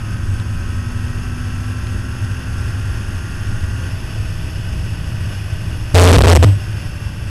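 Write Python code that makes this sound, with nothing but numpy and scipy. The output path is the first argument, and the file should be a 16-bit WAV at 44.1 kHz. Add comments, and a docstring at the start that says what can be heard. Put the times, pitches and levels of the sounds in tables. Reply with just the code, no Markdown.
"""A six-cylinder engine at high revs on a circuit, heard from a camera low on the car's nose.
Engine orders and gear mesh are sums of tones locked to the firing cycle; the driver lifts off for a bend.
The wheels cross a ribbed kerb: a saturating oscillation of the mount overloads the converter, which crackles.
Behind lie filtered noise for wind in the camera housing and road rumble, and two ticks of grit."""
import sys
import numpy as np
from scipy import signal
from scipy.fft import rfft, irfft
from scipy.io import wavfile
from scipy.ndimage import uniform_filter1d

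SR = 44100
rng = np.random.default_rng(int(sys.argv[2]) if len(sys.argv) > 2 else 0)


def generate_wav(sig):
    """Save sig (samples, or channels by samples) to the path in sys.argv[1] as 16-bit PCM at SR."""
    pcm = np.round(np.clip(np.atleast_2d(sig).T, -1, 1) * 32767).astype(np.int16)
    wavfile.write(sys.argv[1], SR, pcm)


N = 321912
T = np.arange(N) / SR  # time in s

# engine speed, climbing under power and sinking into the bend: t/s, four-stroke cycle rate f/Hz
CYCLE_RATE = [(0.0, 46.68), (0.6, 47.44), (1.3, 48.8), (2.0, 50.1), (3.9, 53.04), (4.5, 52.8), (5.8, 51.66),
              (6.6, 50.37), (7.3, 47.97)]


def undb(db):
    """Level to amplitude: 20 dB is a factor of ten."""
    return 10 ** (np.asarray(db) / 20)


def curve(rows):
    """Linear interpolation in time through rows of (t/s, value)."""
    return np.interp(T, *np.transpose(rows))


def unit(x):
    """Normalisation to an rms amplitude of 1."""
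    return x / np.sqrt(np.mean(x ** 2))


def walk(rate):
    """Low-pass random fluctuation: levels held for 1 / rate s, then averaged twice; spread near 1."""
    hold = int(SR / rate)
    steps = np.repeat(rng.standard_normal(N // hold + 1), hold)
    smooth = uniform_filter1d(uniform_filter1d(steps, hold), hold)
    return 1.3 * smooth[:N]


def colour(x, points):
    """Spectral shaping by (f/Hz, level/dB) points joined over log frequency, scaled to rms 1."""
    hz, db = np.transpose(points)
    f = np.maximum(np.fft.rfftfreq(N, 1 / SR), 1)
    gain = undb(np.interp(np.log(f), np.log(hz), db))
    return unit(irfft(rfft(x) * gain, N))


def resonate(x, modes):
    """Parallel resonance: peaks of (f/Hz, half-amplitude width/Hz, level/dB) add, scaled to rms 1."""
    f = np.fft.rfftfreq(N, 1 / SR)
    gain = sum(undb(db) / (1 + (2 * (f - hz) / width) ** 2) for hz, width, db in modes)
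    return unit(irfft(rfft(x) * gain, N))


def shut():
    """Throttle closure as a linear ramp: 0 wide open, 1 after the driver lifts off."""
    lift_s, close_s = 3.88, 0.1
    return np.clip((T - lift_s) / close_s, 0, 1)


def by_throttle(open_db, shut_db):
    """Load dependence: the level slides between two values in dB as the throttle closes."""
    return undb(open_db + (shut_db - open_db) * shut())


def by_speed(db_per_doubling):
    """Power law of speed: a fixed number of dB per doubling, with gain 1 at 50 cycles per second."""
    return undb(db_per_doubling * np.log2(curve(CYCLE_RATE) / 50))


def lines(cycle_hz, orders, waver_db, smear):
    """Order synthesis: tones at multiples of the four-stroke cycle rate, wavering in level and phase (smear in
    rad), slide through the fixed transfer function of the bodywork."""
    # transfer of a tone through the bodywork to the camera: f/Hz, level/dB
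    body_transfer = [(900, -1), (1100, 0), (1230, -3.5), (1320, -2.5), (1430, -3), (1540, 4), (1680, 0),
                     (1790, -1), (1890, 2.5), (2000, -15.5), (2300, -5.5), (2550, -4)]
    turns = np.cumsum(cycle_hz) / SR
    out = 0
    for order, db in orders:
        phase = 2 * np.pi * (order * turns + rng.random()) + smear * walk(22)
        body_db = np.interp(order * cycle_hz, *np.transpose(body_transfer))
        rms = undb(db + body_db + waver_db * walk(9))
        out = out + np.sqrt(2) * rms * np.sin(phase)
    return out


def engine():
    """Periodic excitation: orders of the firing cycle, an exhaust resonance and cylinder-pulsed gas noise."""
    # engine lines under load: multiple of the cycle rate, rms level/dB before body and load gains
    pull_orders = [(4, -47), (6, -60), (7, -50), (16, -55), (18, -57.5), (19, -64), (21, -53), (22, -59),
                   (23, -53), (25, -67), (26, -76), (27, -44.5), (28, -62), (29, -51.5), (30, -54),
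                   (31, -53.5), (32, -53), (33, -51.5), (34, -57), (36, -53), (38, -60), (39, -54),
                   (53, -51)]
    # firing overtones and gear mesh, with or without load: multiple of the cycle rate,
    # rms level/dB before body and load gains
    coast_orders = [(3, -38), (6, -52.5), (12, -52.5), (15.28, -60), (18, -59.5), (22.34, -62.5),
                    (24, -56.5), (33.5, -55.5), (37.5, -62), (48.85, -51), (55.2, -52.5), (55.9, -54.5)]
    cycle_hz = curve(CYCLE_RATE)
    turns = np.cumsum(cycle_hz) / SR
    pull = lines(cycle_hz, pull_orders, waver_db=1.03, smear=0.1)
    coast = lines(cycle_hz, coast_orders, waver_db=2.5, smear=0.14)

    # the exhaust drones as the fifth order passes through its resonance
    pipe_hz, pipe_width_hz = 243.6, 17.5
    pipe = 1 / np.hypot(1, 2 * (5 * cycle_hz - pipe_hz) / pipe_width_hz)
    drone = pipe * lines(cycle_hz, [(5, 0)], waver_db=1, smear=0.08)

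    # escaping gas pulses three times and once per cycle
    pulses = 1 + 0.3 * np.cos(2 * np.pi * 3 * turns) + 0.14 * np.cos(2 * np.pi * turns)
    gas = rng.standard_normal(N) * pulses
    rasp = undb(-46) * resonate(gas, [(1450, 720, -2.5), (6430, 730, -8.5), (9560, 670, -10.5)])

    # gains with the throttle open and shut; the pull also grows with the revs
    loaded = (pull + rasp) * by_throttle(0.9, -12.5) * by_speed(db_per_doubling=9)
    free_running = coast * by_throttle(-2.5, 1.7)
    return loaded + free_running + drone * by_throttle(-34, -52.5)


def rocking(start, hold, release, hz, stagger):
    """Forced oscillation in a transient envelope: quick grip, hold, exponential release (times in s)."""
    grip_s = 0.0075
    age = T - start
    envelope = np.clip(age / grip_s, 0, 1) * np.exp(-np.maximum(age - hold, 0) / release)
    return envelope * np.sin(2 * np.pi * hz * age + stagger)


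def kerb():
    """Saturating oscillator: ribs rock the mount against its stops, then it swings on at its own pitch."""
    # runs of ribs between which the wheels skip clear: start t/s, length t/s, shake rate f/Hz,
    # force level/dB before scatter and saturation
    rib_runs = [(5.9396, 0.18, 88.33, 0.5), (6.1226, 0.045, 95.1, 1.5), (6.1700, 0.0237, 75.6, 0.5),
                (6.2000, 0.021, 76.4, 2), (6.231, 0.029, 78.1, 3.5), (6.264, 0.076, 85.73, 0.5),
                (6.3438, 0.0339, 73.1, 0.5), (6.386, 0.036, 83, -7.5), (6.422, 0.024, 89.8, 1)]
    # no two ribs arrive quite evenly (phase in rad) or strike equally hard (dB)
    stagger = 0.17 * walk(170)
    strength = undb(1.3 * walk(120))
    release_s = 0.0012
    ribs = sum(undb(db) * rocking(start, length, release_s, hz, stagger)
               for start, length, hz, db in rib_runs)

    # off the last rib the mount starts the other way, holds, then dies away
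    last_rib_s = max(start + length for start, length, _, _ in rib_runs)
    free = -undb(-7) * rocking(last_rib_s, hold=0.039, release=0.049, hz=98.7, stagger=stagger)

    # the mount rests nearer one stop, so its downward kicks are the harder ones
    stop, stiffness, preload = 1.01, 2.7, 0.13
    drive = stiffness * (ribs + free) * strength
    swing = stop * (np.tanh(drive + preload) - np.tanh(preload))
    # the squared-off pressure sags between swings
    droop_hz = 66
    return signal.lfilter(*signal.butter(1, droop_hz, "high", fs=SR), swing)


def rattle(shake):
    """Amplitude-driven noise: ring follows the shake's short-term rms, housing chatter its square."""
    # thin ring of the mount: f/Hz, width f/Hz, relative level/dB
    ring_modes = [(8030, 240, 3), (8140, 32, -3)]
    # f/Hz, relative level/dB
    chatter_spectrum = [(80, -4), (220, -5.5), (600, 3.0), (1000, -6), (2000, -15), (3100, -8.5),
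                        (4000, -19), (5000, -16.5), (7000, -23), (12000, -23.0)]
    effort = np.sqrt(np.abs(uniform_filter1d(shake ** 2, size=600)))
    ring = undb(-37.0) * effort * resonate(rng.standard_normal(N), ring_modes)
    chatter = undb(-18.5) * effort ** 2 * colour(rng.standard_normal(N), chatter_spectrum)
    return ring + chatter


def wind():
    """Turbulent flow noise: broadband rush over the housing excites its resonances, louder with speed."""
    # airflow between the resonances: f/Hz, relative level/dB
    air_spectrum = [(200, -6.5), (550, 1.5), (760, -1), (1100, -0.5), (1900, -4), (2250, -10.5),
                    (3300, -5.5), (3950, -19.5), (4700, -7.5), (6500, -16.5), (7400, -16), (8700, -18.5),
                    (11000, -17), (12600, -19)]
    # resonances of the camera housing: f/Hz, width f/Hz, relative level/dB
    housing_modes = [(1525, 182, 3), (1918, 120, -2), (2700, 590, 0.5), (3463, 290, -11.5),
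                     (4550, 194, -12), (5277, 500, -4.5), (6260, 160, -10), (6600, 250, -12),
                     (9430, 730, -18), (10760, 900, -11.5), (12240, 450, -35)]
    flutter = undb(0.5 * walk(18) + 0.71 * walk(250))
    rush = colour(rng.standard_normal(N), air_spectrum)
    cavities = resonate(rng.standard_normal(N), housing_modes)
    # a little stronger in the bend, once the throttle is shut
    bend_db = 0.68 * shut()
    gain = undb(-37.5 + bend_db) * by_speed(db_per_doubling=11)
    return (undb(-3.5) * rush + undb(-3.0) * cavities) * flutter * gain


def road():
    """Random excitation by rough asphalt: broadband body rumble and two slow modes of the camera mount."""
    # road rumble: f/Hz, relative level/dB per Hz
    rumble_spectrum = [(8, -11.5), (21, 0), (34, -14), (48, -4.5), (65, -3.5), (80, -3), (104, -0.5),
                       (117, -5), (132, -15), (180, -14.5), (240, -22.5), (345, -24), (440, -33.5),
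                       (900, -58)]
    rumble = colour(rng.standard_normal(N), rumble_spectrum)
    boom = resonate(rng.standard_normal(N), [(99.9, 24, 1.5), (65.3, 4.8, -3.5)])
    bumps_db = 0.8 * walk(16)
    gain = undb(-21.5 + bumps_db) * by_speed(db_per_doubling=4.5)
    return (undb(-1.0) * rumble + undb(-3.5) * boom) * gain


def grit():
    """Impact noise: small stones tick on the bodywork with sudden onset and exponential decay."""
    # stone strikes: t/s, onset level/dB of the noise
    stones = [(0.399, -33), (1.87, -33)]
    decay_s = 0.0028
    strikes = sum(undb(db) * (T >= start) * np.exp(-np.abs(T - start) / decay_s) for start, db in stones)
    return strikes * resonate(rng.standard_normal(N), [(3000, 2600, 0)])


def scene():
    """Linear superposition of all sources at a single microphone."""
    jolts = kerb()
    # on the kerb the ribs take over from the asphalt
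    on_kerb = np.clip(uniform_filter1d(np.abs(jolts), size=900) * 2, 0, 1)
    shake = jolts + road() * (1 - 0.6 * on_kerb)
    return (shake + rattle(shake) + wind() + engine() + grit())[None]


def record(dry):
    """Converter overflow: past full scale the output drops near zero, a crack each way; the top is cut."""
    # of the excess over full scale only 0.046 remains
    overflow = np.where(np.abs(dry) > 1, dry - 0.046 * (dry - np.sign(dry)), 0)
    # the edges of each dropout are slightly rounded
    edge_hz, top_hz = 11500, 12700
    overflow = signal.filtfilt(*signal.butter(1, edge_hz, fs=SR), overflow)
    low_pass = signal.ellip(10, 0.2, 80, top_hz, fs=SR, output="sos")
    return signal.sosfilt(low_pass, dry - overflow)


dry = scene()
out = record(dry)
generate_wav(out)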